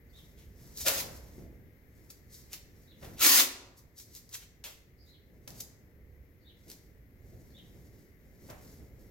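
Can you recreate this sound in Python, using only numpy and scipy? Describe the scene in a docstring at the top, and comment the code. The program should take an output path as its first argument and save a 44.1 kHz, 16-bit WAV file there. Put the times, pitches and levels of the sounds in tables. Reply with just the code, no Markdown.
"""Close to the microphones, masking tape is rubbed onto a car door and twice ripped off its roll.
Threads of glue snap by the thousand and ring the paper strip and the cardboard core; the paper crinkles
as it is tugged, skin catches on its ridges, and the hand bumps the panel.
Throughout, the garage rumbles, the microphones hiss faintly and a small bird calls far off."""
import sys
import numpy as np
from scipy import signal
from scipy.fft import rfft, irfft, next_fast_len
from scipy.io import wavfile
from scipy.ndimage import uniform_filter1d

SR = 44100
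rng = np.random.default_rng(int(sys.argv[2]) if len(sys.argv) > 2 else 0)


def persist_wave(psi):
    """Save psi, clipped to +-1, as 16-bit WAV."""
    counts = np.round(np.clip(psi, -1, 1) * 32767).astype(np.int16)
    wavfile.write(sys.argv[1], SR, np.atleast_2d(counts).T)


N = 401530
T = np.arange(N) / SR


def undb(db):
    """Decibels to gain."""
    return 10 ** (np.asarray(db) / 20)


def unit(x):
    """Scale to rms 1."""
    return x / np.sqrt(np.mean(x ** 2))


def at(points, hz):
    """Read (f/Hz, value) points on a log-frequency axis."""
    f, value = np.transpose(points)
    return np.interp(np.log(hz + 1), np.log(f), value)


def colour(x, spectrum, size=4096):
    """Minimum-phase filter of unit energy: the spectrum sets only its shape."""
    cepstrum = irfft(np.log(undb(at(spectrum, np.fft.rfftfreq(size, 1 / SR)))))
    cepstrum[1:size // 2] *= 2
    cepstrum[size // 2 + 1:] = 0
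    impulse = irfft(np.exp(rfft(cepstrum)))
    return signal.oaconvolve(x, impulse / np.linalg.norm(impulse))[:N]


def noise():
    """White noise."""
    return rng.standard_normal(N)


def wander(per_s):
    """Smooth random drift of rms 1."""
    step = max(int(SR / per_s), 1)
    stairs = np.repeat(rng.standard_normal(N // step + 1), step)[:N]
    return unit(uniform_filter1d(stairs, step))


def crackle(per_s, spread_db):
    """Random clicks of uneven size, with a mean power of 1."""
    chance = np.clip(per_s / SR, 1e-4, 1)
    fires = rng.random(N) < chance
    draw = noise()
    sizes = unit(np.sign(draw) * undb(spread_db * np.minimum(abs(draw), 2)))
    return fires * sizes / np.sqrt(chance)


def swell(peak_s, rise_s, fall_s, hold_s=0):
    """Exponential rise, hold and exponential fall; rise and fall are time constants."""
    return np.exp(-np.clip(np.maximum((peak_s - T) / rise_s, (T - peak_s - hold_s) / fall_s), 0, 20))


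def diffuse(gain, spectrum, side_db):
    """Noise that fills the room; the lower side_db, the more alike at the two microphones."""
    mid, side = (colour(gain * noise(), spectrum) for _ in range(2))
    return mid + undb(side_db) * side * np.array([[1], [-1]])


def echoes(size):
    """Frequencies and spectra of random echoes at both microphones; long waves reach the two alike."""
    hz = np.fft.rfftfreq(size, 1 / SR)
    apart = 1 - np.sinc(hz / 1800) ** 2
    mid, side = np.exp(2j * np.pi * rng.random((2, 1, len(hz))))
    return hz, mid * np.sqrt(1 - apart / 2) + side * np.sqrt(apart / 2) * np.array([[1], [-1]])


# Reverberation of the garage: f/Hz, time to fall 60 dB/s
GARAGE_DECAY = [(150, 1), (500, 1), (1500, .62), (3000, 0.54), (6000, 0.49), (10000, 0.38), (15000, 0.27)]


def garage(x, direct_db, near_db, tail_db, positions, near_fall_s=0.019, size=32768):
    """Direct sound, quick echoes off the door that shift as the source moves, and a darkening tail."""
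    t = np.arange(size) / SR
    hz, late = echoes(size)
    band_hz, t60s = np.transpose(GARAGE_DECAY)
    bands = [at(list(zip(band_hz, pick)), hz) for pick in np.eye(len(band_hz))]
    tail = sum(irfft(late * band) * np.exp(-np.log(1000) * t / t60) for band, t60 in zip(bands, t60s))
    fade_in = 1 - np.exp(-(t / 0.005) ** 2)
    tail = unit(tail * fade_in) / np.sqrt(size)
    heard = undb(tail_db) * signal.oaconvolve(x[None], tail, axes=1)[:, :N]
    t = t[:size // 8]
    shares = np.array([wander(60) for _ in range(positions)]) ** 4  # one position tends to dominate
    shares /= np.linalg.norm(shares, axis=0) + 1e-18
    for k, share in enumerate(shares):
        cluster = irfft(echoes(len(t))[1]) * np.exp(-t / near_fall_s) * (t > 0.001)
        path = undb(near_db) * unit(cluster) / np.sqrt(len(t))
        path[[0, 1], [0, 1 + k % 2]] += undb(direct_db)  # the right microphone is a hair further away
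        heard += signal.oaconvolve((x * share)[None], path, axes=1)[:, :N]
    return heard


# Self-noise of the left and the right microphone: f/Hz, relative level/dB
LEFT_MIC_SPECTRUM = [(200, 8.5), (900, -7.5), (1400, -3.5), (1750, 4), (2100, 7.5), (2500, -5),
                     (3200, -12.5), (6000, -18), (9000, -27.5), (12500, -8.5), (15500, -10)]
RIGHT_MIC_SPECTRUM = [(200, 4.5), (900, -2), (2100, -5.5), (3200, -8.5), (6000, -14), (9000, -19.5),
                      (12500, -4), (15500, -7.5)]
# Rumble of the building, all around: f/Hz, relative level/dB
RUMBLE_SPECTRUM = [(20, -17), (35, -9.5), (57, -1.5), (80, -3.5), (130, -14), (250, -23), (450, -21),
                   (800, -41.5), (3000, -71.5)]
# Its slow rise and fall: t/s, level/dB
RUMBLE_LEVELS = [(0, -58.5), (1.3, -53), (1.8, -58.5), (5.7, -59), (6.0, -55.5), (6.5, -59), (8.2, -59.5),
                 (9.1, -56.5)]


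def room_tone(rumble_gain_db=1, waver_db=1.5, left_hiss_db=-65, right_hiss_db=-71):
    """The building's wavering rumble, a little to the right, and each microphone's own hiss."""
    level_db = np.interp(T, *np.transpose(RUMBLE_LEVELS)) + rumble_gain_db + waver_db * wander(5.3)
    rumble = diffuse(undb(level_db), RUMBLE_SPECTRUM, side_db=-16)
    left = undb(left_hiss_db) * colour(noise(), LEFT_MIC_SPECTRUM)
    right = undb(right_hiss_db) * colour(noise(), RIGHT_MIC_SPECTRUM)
    return rumble * undb([[-1.3], [1.2]]) + np.array([left, right])


# One call, before stretch and pitch factor:
# t into the call/s, length/s, first f/Hz, last f/Hz, relative level/dB, rasp as a share of the pitch
BIRD_NOTES = [(0, .055, 4550, 4438, -15.5, .045), (.05, .048, 3480, 4020, -2, .03),
              (.08, .042, 4046, 2941, -3.5, 0.081)]
# The bird, far off: t/s, level/dB, pitch factor, time stretch, stress on the first note/dB
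BIRD_CALLS = [(.072, -62.5, 1, 1.1, -4), (2.807, -65.5, 1.05, 1.1, -3), (4.966, -64, 1.08, 1.7, 10),
              (6.393, -62, 1, 1, -0.5), (7.487, -59.5, 0.98, 0.98, -1)]


def bird():
    """One call, repeated: a faint high note, a rising whistle and a raspy fall."""
    song, wobble = np.zeros(N), wander(1400)
    for start, call_db, pitch, stretch, stress_db in BIRD_CALLS:
        for k, (offset, length, first_hz, last_hz, note_db, rasp) in enumerate(BIRD_NOTES):
            progress = np.linspace(0, 1, int(length * stretch * SR))
            span = int((start + offset * stretch) * SR) + np.arange(len(progress))
            hz = pitch * (first_hz + (last_hz - first_hz) * progress) * (1 + rasp * wobble[span])
            whistle = np.sqrt(2) * np.sin(2 * np.pi * np.cumsum(hz) / SR)
            gain = undb(call_db + note_db + stress_db * (k == 0))
            song[span] += gain * np.sin(np.pi * progress) * whistle
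    return song


# The hand along the tape on the door: t/s, length/s, skin rub level/dB, door murmur level/dB
HAND_STROKES = [(0.167, 0.08, -68, -63.5), (0.61, 0.41, -64.5, -57.5), (1.045, .08, -56, -51.5),
                (1.276, 0.095, -67.5, -55), (1.975, 0.17, -72.5, -62.5), (2.396, 0.063, -73, -74),
                (2.774, 0.07, -72.5, -83), (3.055, 0.087, -64.5, -49), (4.08, 0.15, -67.5, -60),
                (5.055, 0.031, -73, -72.5), (5.325, 0.32, -81.5, -54.5), (6.602, 0.22, -73, -66),
                (7.256, 0.75, -72, -55.5), (8.24, 0.11, -77.5, -59), (8.438, 0.056, -64.5, -50.5),
                (8.619, 0.12, -64, -55), (8.99, 0.074, -73.5, -55.5)]


def hand_strokes(attack_s=0.048, release_s=0.078, rest_rub_db=-84.5, rest_lean_db=-60):
    """How hard the hand rubs the tape and leans on the door; it never lies quite still."""
    rubbing, leaning = undb(rest_rub_db), undb(rest_lean_db)
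    for start, length, rub_db, lean_db in HAND_STROKES:
        effort = swell(start, attack_s, release_s, length)
        rubbing = np.hypot(rubbing, undb(rub_db) * effort)
        leaning = np.hypot(leaning, undb(lean_db) * effort)
    return rubbing, leaning


# The door panel's low murmur and its harder knock: f/Hz, relative level/dB
PANEL_SPECTRUM = [(30, -12.5), (70, -9), (110, 3), (170, -2.5), (260, -4.5), (420, -9.5), (560, -14),
                  (750, -24.5), (1200, -40.5), (3000, -44.5), (8000, -68)]
KNOCK_SPECTRUM = [(150, -19.5), (400, -5.5), (560, 4), (800, -1), (1200, -7.5), (2000, -8.5), (5000, -30.5)]
# Soft bumps on the door: t/s, level/dB, fall/s, relative knock level/dB
DOOR_BUMPS = [(.89, -56.5, 0.13, 18), (1.383, -47, 0.16, -27.5), (3.03, -50, 0.084, 2),
              (4.649, -58, 0.067, 5.5), (5.478, -53, 0.18, -2.5), (6.67, -54.5, 0.096, -13),
              (7.33, -51.5, 0.11, -34.5), (7.754, -53.5, 0.047, -17), (8.498, -53.5, .083, 6.5),
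              (8.8, -52, 0.089, -18)]


def car_door(leaning, lean_gain_db=-3, knock_gain_db=-4, rise_s=0.0069):
    """The panel murmurs under the shifting hand and thuds when it is bumped."""
    push, knock = leaning * undb(lean_gain_db), 0
    for peak_s, db, fall_s, knock_db in DOOR_BUMPS:
        blow = undb(db) * swell(peak_s, rise_s, fall_s)
        push = np.hypot(push, blow)
        knock += blow * undb(knock_db + knock_gain_db)
    return diffuse(push, PANEL_SPECTRUM, side_db=-9.5) + diffuse(knock, KNOCK_SPECTRUM, side_db=-1)


# Skin on the tape, close up: f/Hz, relative level/dB
SKIN_SPECTRUM = [(300, -0.5), (900, -3.5), (2800, -10), (5500, 0.5), (7200, -1), (9300, -8), (12500, 1.5),
                 (15500, -7.5)]


def skin_rub(rubbing, ridges_per_s=6000, uneven_db=1):
    """Skin catches on the fine ridges of the crepe paper."""
    catches = colour(crackle(ridges_per_s, spread_db=7), SKIN_SPECTRUM)
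    return catches * rubbing * undb(uneven_db * wander(40))


# Short tugs on the strip, close up: peak t/s, level/dB, rise/s, fall/s, relative body level/dB
STRIP_TUGS = [(0.386, -64, 0.012, 0.061, 0), (0.777, -49, .016, 0.015, -13),
              (.815, -41, 0.019, 0.035, -9.5), (0.873, -29, 0.0047, 0.016, 4),
              (2.104, -48.5, .004, 0.0064, -10), (2.335, -55, 0.02, 0.071, -11.5),
              (2.532, -46, 0.01, 0.018, -1), (3.052, -56.5, .03, 0.022, -1), (3.23, -27.5, 0.014, 0.036, 2),
              (3.396, -31, 0.02, 0.017, 9.5), (3.779, -53.5, .008, 0.016, -20),
              (3.986, -48.5, .012, 0.036, -13), (4.165, -46.5, .021, 0.017, -10),
              (4.344, -37, 0.011, 0.014, -6), (4.43, -54.5, 0.023, .01, 2.5),
              (4.6406, -41.5, .001, 0.04, 0.5), (5.607, -32.5, 0.0023, 0.00093, -15.5),
              (5.614, -49, 0.05, 0.011, -8), (6.704, -51.5, 0.019, .03, -6),
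              (8.502, -53.5, .003, 0.0088, -2)]
# Single loud snaps of glue or paper: t/s, level/dB, relative body level/dB
SINGLE_SNAPS = [(.774, -21, -18), (.816, -22, -18), (0.884, -3, -10), (2.1031, -29, -10), (2.5317, -16, -7),
                (2.537, -33, 0), (3.032, -42, 12), (3.981, -27.5, -15), (4, -26, -6), (4.151, -23, -18),
                (4.292, -30, -20), (4.344, -21, -4), (4.353, -22.5, 2), (4.64, -28, -8.5),
                (5.4766, -21.5, -5.5), (5.4789, -23, -2), (5.505, -27, -10), (5.61, -23, -11),
                (6.701, -26.5, -6), (6.716, -26, -10.5), (8.501, -29.5, -4)]
# The paper's bright crinkle and its lower body: f/Hz, relative level/dB
CRINKLE_SPECTRUM = [(1200, -39.5), (2800, -16.5), (4200, 0), (5500, 3), (7000, 2), (9300, -5), (12500, 2),
                    (15500, -4.5)]
BODY_SPECTRUM = [(200, -27), (600, -6.5), (1200, -6), (2500, 2.5), (3500, 2.5), (6000, -20), (12000, -32)]


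def paper_crinkle(creases_per_s=6000, body_gain_db=-5, snap_gain_db=1):
    """Each tug frees a little burst of clicks; single snaps stand out."""
    bright, body = np.zeros(N), np.zeros(N)
    clicks = crackle(creases_per_s, spread_db=6.5)
    for peak_s, db, rise_s, fall_s, body_db in STRIP_TUGS:
        burst = clicks * undb(db) * swell(peak_s, rise_s, fall_s)
        bright += burst
        body += burst * undb(body_db)
    for snap_s, db, body_db in SINGLE_SNAPS:
        bright[int(snap_s * SR)] += undb(db + snap_gain_db)
        body[int(snap_s * SR)] += undb(db + snap_gain_db + body_db)
    return colour(bright, CRINKLE_SPECTRUM) + undb(body_gain_db) * colour(body, BODY_SPECTRUM)


# Modes of the roll's cardboard core: f/Hz, band-pass width/Hz, relative level/dB
CORE_MODES = [(273, 55, 3.5), (375.9, 70, 3.5), (560.2, 100, -3.5), (1472, 290, -5), (1850, 77, -6.5),
              (2020, 130, -6.5)]


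def cardboard_core(threads, turning, jolt, jolt_tilt=0.32):
    """Snapping threads ring the core as it turns; a jolt is slow and favours the low modes."""
    lowest_hz = CORE_MODES[0][0]
    steady, ringing = 0, 0
    for hz, width_hz, db in CORE_MODES:
        b, a = signal.iirpeak(hz, hz / width_hz, fs=SR)
        mode = undb(db) * signal.lfilter(b, a, signal.lfilter(b, a, threads))  # twice, for steep skirts
        steady += mode
        ringing += mode * (turning + jolt * (lowest_hz / hz) ** jolt_tilt)
    return ringing / np.std(steady)


def free_strip(threads, hz, width_hz=200):
    """The freed length of paper rings in one resonance whose centre glides along hz."""
    carrier = np.exp(2j * np.pi * np.cumsum(hz) / SR)
    lowpass = signal.butter(2, width_hz / 2, fs=SR)
    return unit((signal.lfilter(*lowpass, threads / carrier) * carrier).real)


# Two rips off the roll, close up: start t/s, stop t/s, level/dB, opening jerk level/dB,
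# core jolt level/dB, strip ring relative to the pull/dB, strip's first f/Hz, strip's last f/Hz
TAPE_RIPS = [(0.829, 1.001, -36, -28.5, -49, 0, 580, 598),
             (3.174, 3.402, -17.5, -36, -31.5, -8, 1398, 1090)]
# Glue peeling apart: f/Hz, relative level/dB
PEEL_SPECTRUM = [(100, -49.5), (220, -32.5), (500, -11.5), (800, -12), (1400, -5), (2100, -2.5), (3000, -3),
                 (4800, 0.5), (6500, 0), (9000, -4.5), (10500, -3), (12500, -0.5), (15500, -3.5)]
PULL_ATTACK_S, PULL_POWER, PULL_RELEASE_S = 0.07, 2.4, 0.018  # the arm builds up speed, then lets go
JERK_LAG_S, JERK_S = 0.043, 0.015  # the glue gives way all at once soon after the start
JOLT_FALL_S, HALT_LAG_S, HALT_DB = 0.035, 0.024, -2.5  # the core is jolted as the roll starts and stops
STRIP_FADE_S, STRIP_SETTLE_S = 0.032, 0.055  # the strip rings as it is jerked taut; its pitch settles


def tape_rips(threads_per_s=14000, turning_db=-21, core_gain_db=-6, strip_gain_db=-6.5):
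    """Glue threads part, more densely the harder the pull, and ring the core and the free strip."""
    pull, jolt, turning, taut, strip_hz = np.zeros((5, N))
    for start, stop, db, jerk_db, jolt_db, strip_db, first_hz, last_hz in TAPE_RIPS:
        speed_up = np.clip((T - start) / PULL_ATTACK_S, 0, 1) ** PULL_POWER
        running = speed_up * swell(start, PULL_ATTACK_S, PULL_RELEASE_S, stop - start)
        since_jerk = T - start - JERK_LAG_S
        force = undb(db) * running + undb(jerk_db) * np.exp(-(since_jerk / JERK_S) ** 2)
        pull += force
        spin_up = swell(start + PULL_ATTACK_S, JERK_S, JOLT_FALL_S)
        halt = swell(stop + HALT_LAG_S, JERK_S, PULL_RELEASE_S)
        jolt += undb(jolt_db) * (spin_up + undb(HALT_DB) * halt)
        turning += undb(db + turning_db) * running
        age = np.maximum(since_jerk, 0)
        taut += undb(strip_db) * force * np.exp(-age / STRIP_FADE_S)
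        glide_hz = last_hz + (first_hz - last_hz) * np.exp(-age / STRIP_SETTLE_S)
        strip_hz = np.where(T > start - PULL_ATTACK_S, glide_hz, strip_hz)
    grip = undb(1.34 * wander(300) + 0.37 * wander(70))  # the glue holds and lets go unevenly
    threads = crackle(threads_per_s * np.sqrt(pull / pull.max()) + 400, spread_db=6.5) * grip
    peel = pull * colour(threads, PEEL_SPECTRUM)
    core = undb(core_gain_db) * cardboard_core(threads, turning, jolt)
    strip = undb(strip_gain_db) * taut * free_strip(threads, strip_hz)
    return peel + core + strip


def scene():
    """Tape and hand close to the microphones; the distant bird arrives mostly by way of the walls."""
    rubbing, leaning = hand_strokes()
    roll = garage(tape_rips(), direct_db=-5.5, near_db=0.5, tail_db=-8.5, positions=6)
    handling = paper_crinkle() + skin_rub(rubbing)
    hand = garage(handling, direct_db=-0.5, near_db=-1.5, tail_db=-5, positions=4)
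    far_bird = garage(bird(), direct_db=-16, near_db=4, tail_db=1.5, positions=4)
    return roll + hand + far_bird + car_door(leaning) + room_tone()


def gain_control(x, threshold_db=-21, ratio=2.5, recover_db_per_s=0.62, window_s=0.057):
    """The recorder turns itself down on loud sound and creeps back up."""
    power = uniform_filter1d(np.mean(x ** 2, axis=0), int(window_s * SR))
    level_db = 10 * np.log10(np.maximum(power, 1e-12))
    cut_db = np.maximum(level_db - threshold_db, 0) * (1 - 1 / ratio)
    recovery_db = recover_db_per_s * T
    duck_db = np.maximum.accumulate(cut_db + recovery_db) - recovery_db
    return x * undb(-duck_db)


def record(dry, left_air_db=3, right_air_db=1, top_hz=16000):
    """The gain ducks on the long rip; the left microphone is the brighter one; the very top is cut."""
    size = next_fast_len(N, real=True)
    hz = np.fft.rfftfreq(size, 1 / SR)
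    air = undb([at([(8500, 0.0077), (13000, db)], hz) for db in (left_air_db, right_air_db)])
    brightened = irfft(rfft(gain_control(dry), size) * air, size)[:, :N]
    return signal.sosfilt(signal.ellip(10, 0.2, 70, top_hz, fs=SR, output="sos"), brightened)


dry = scene()
out = record(dry)
persist_wave(out)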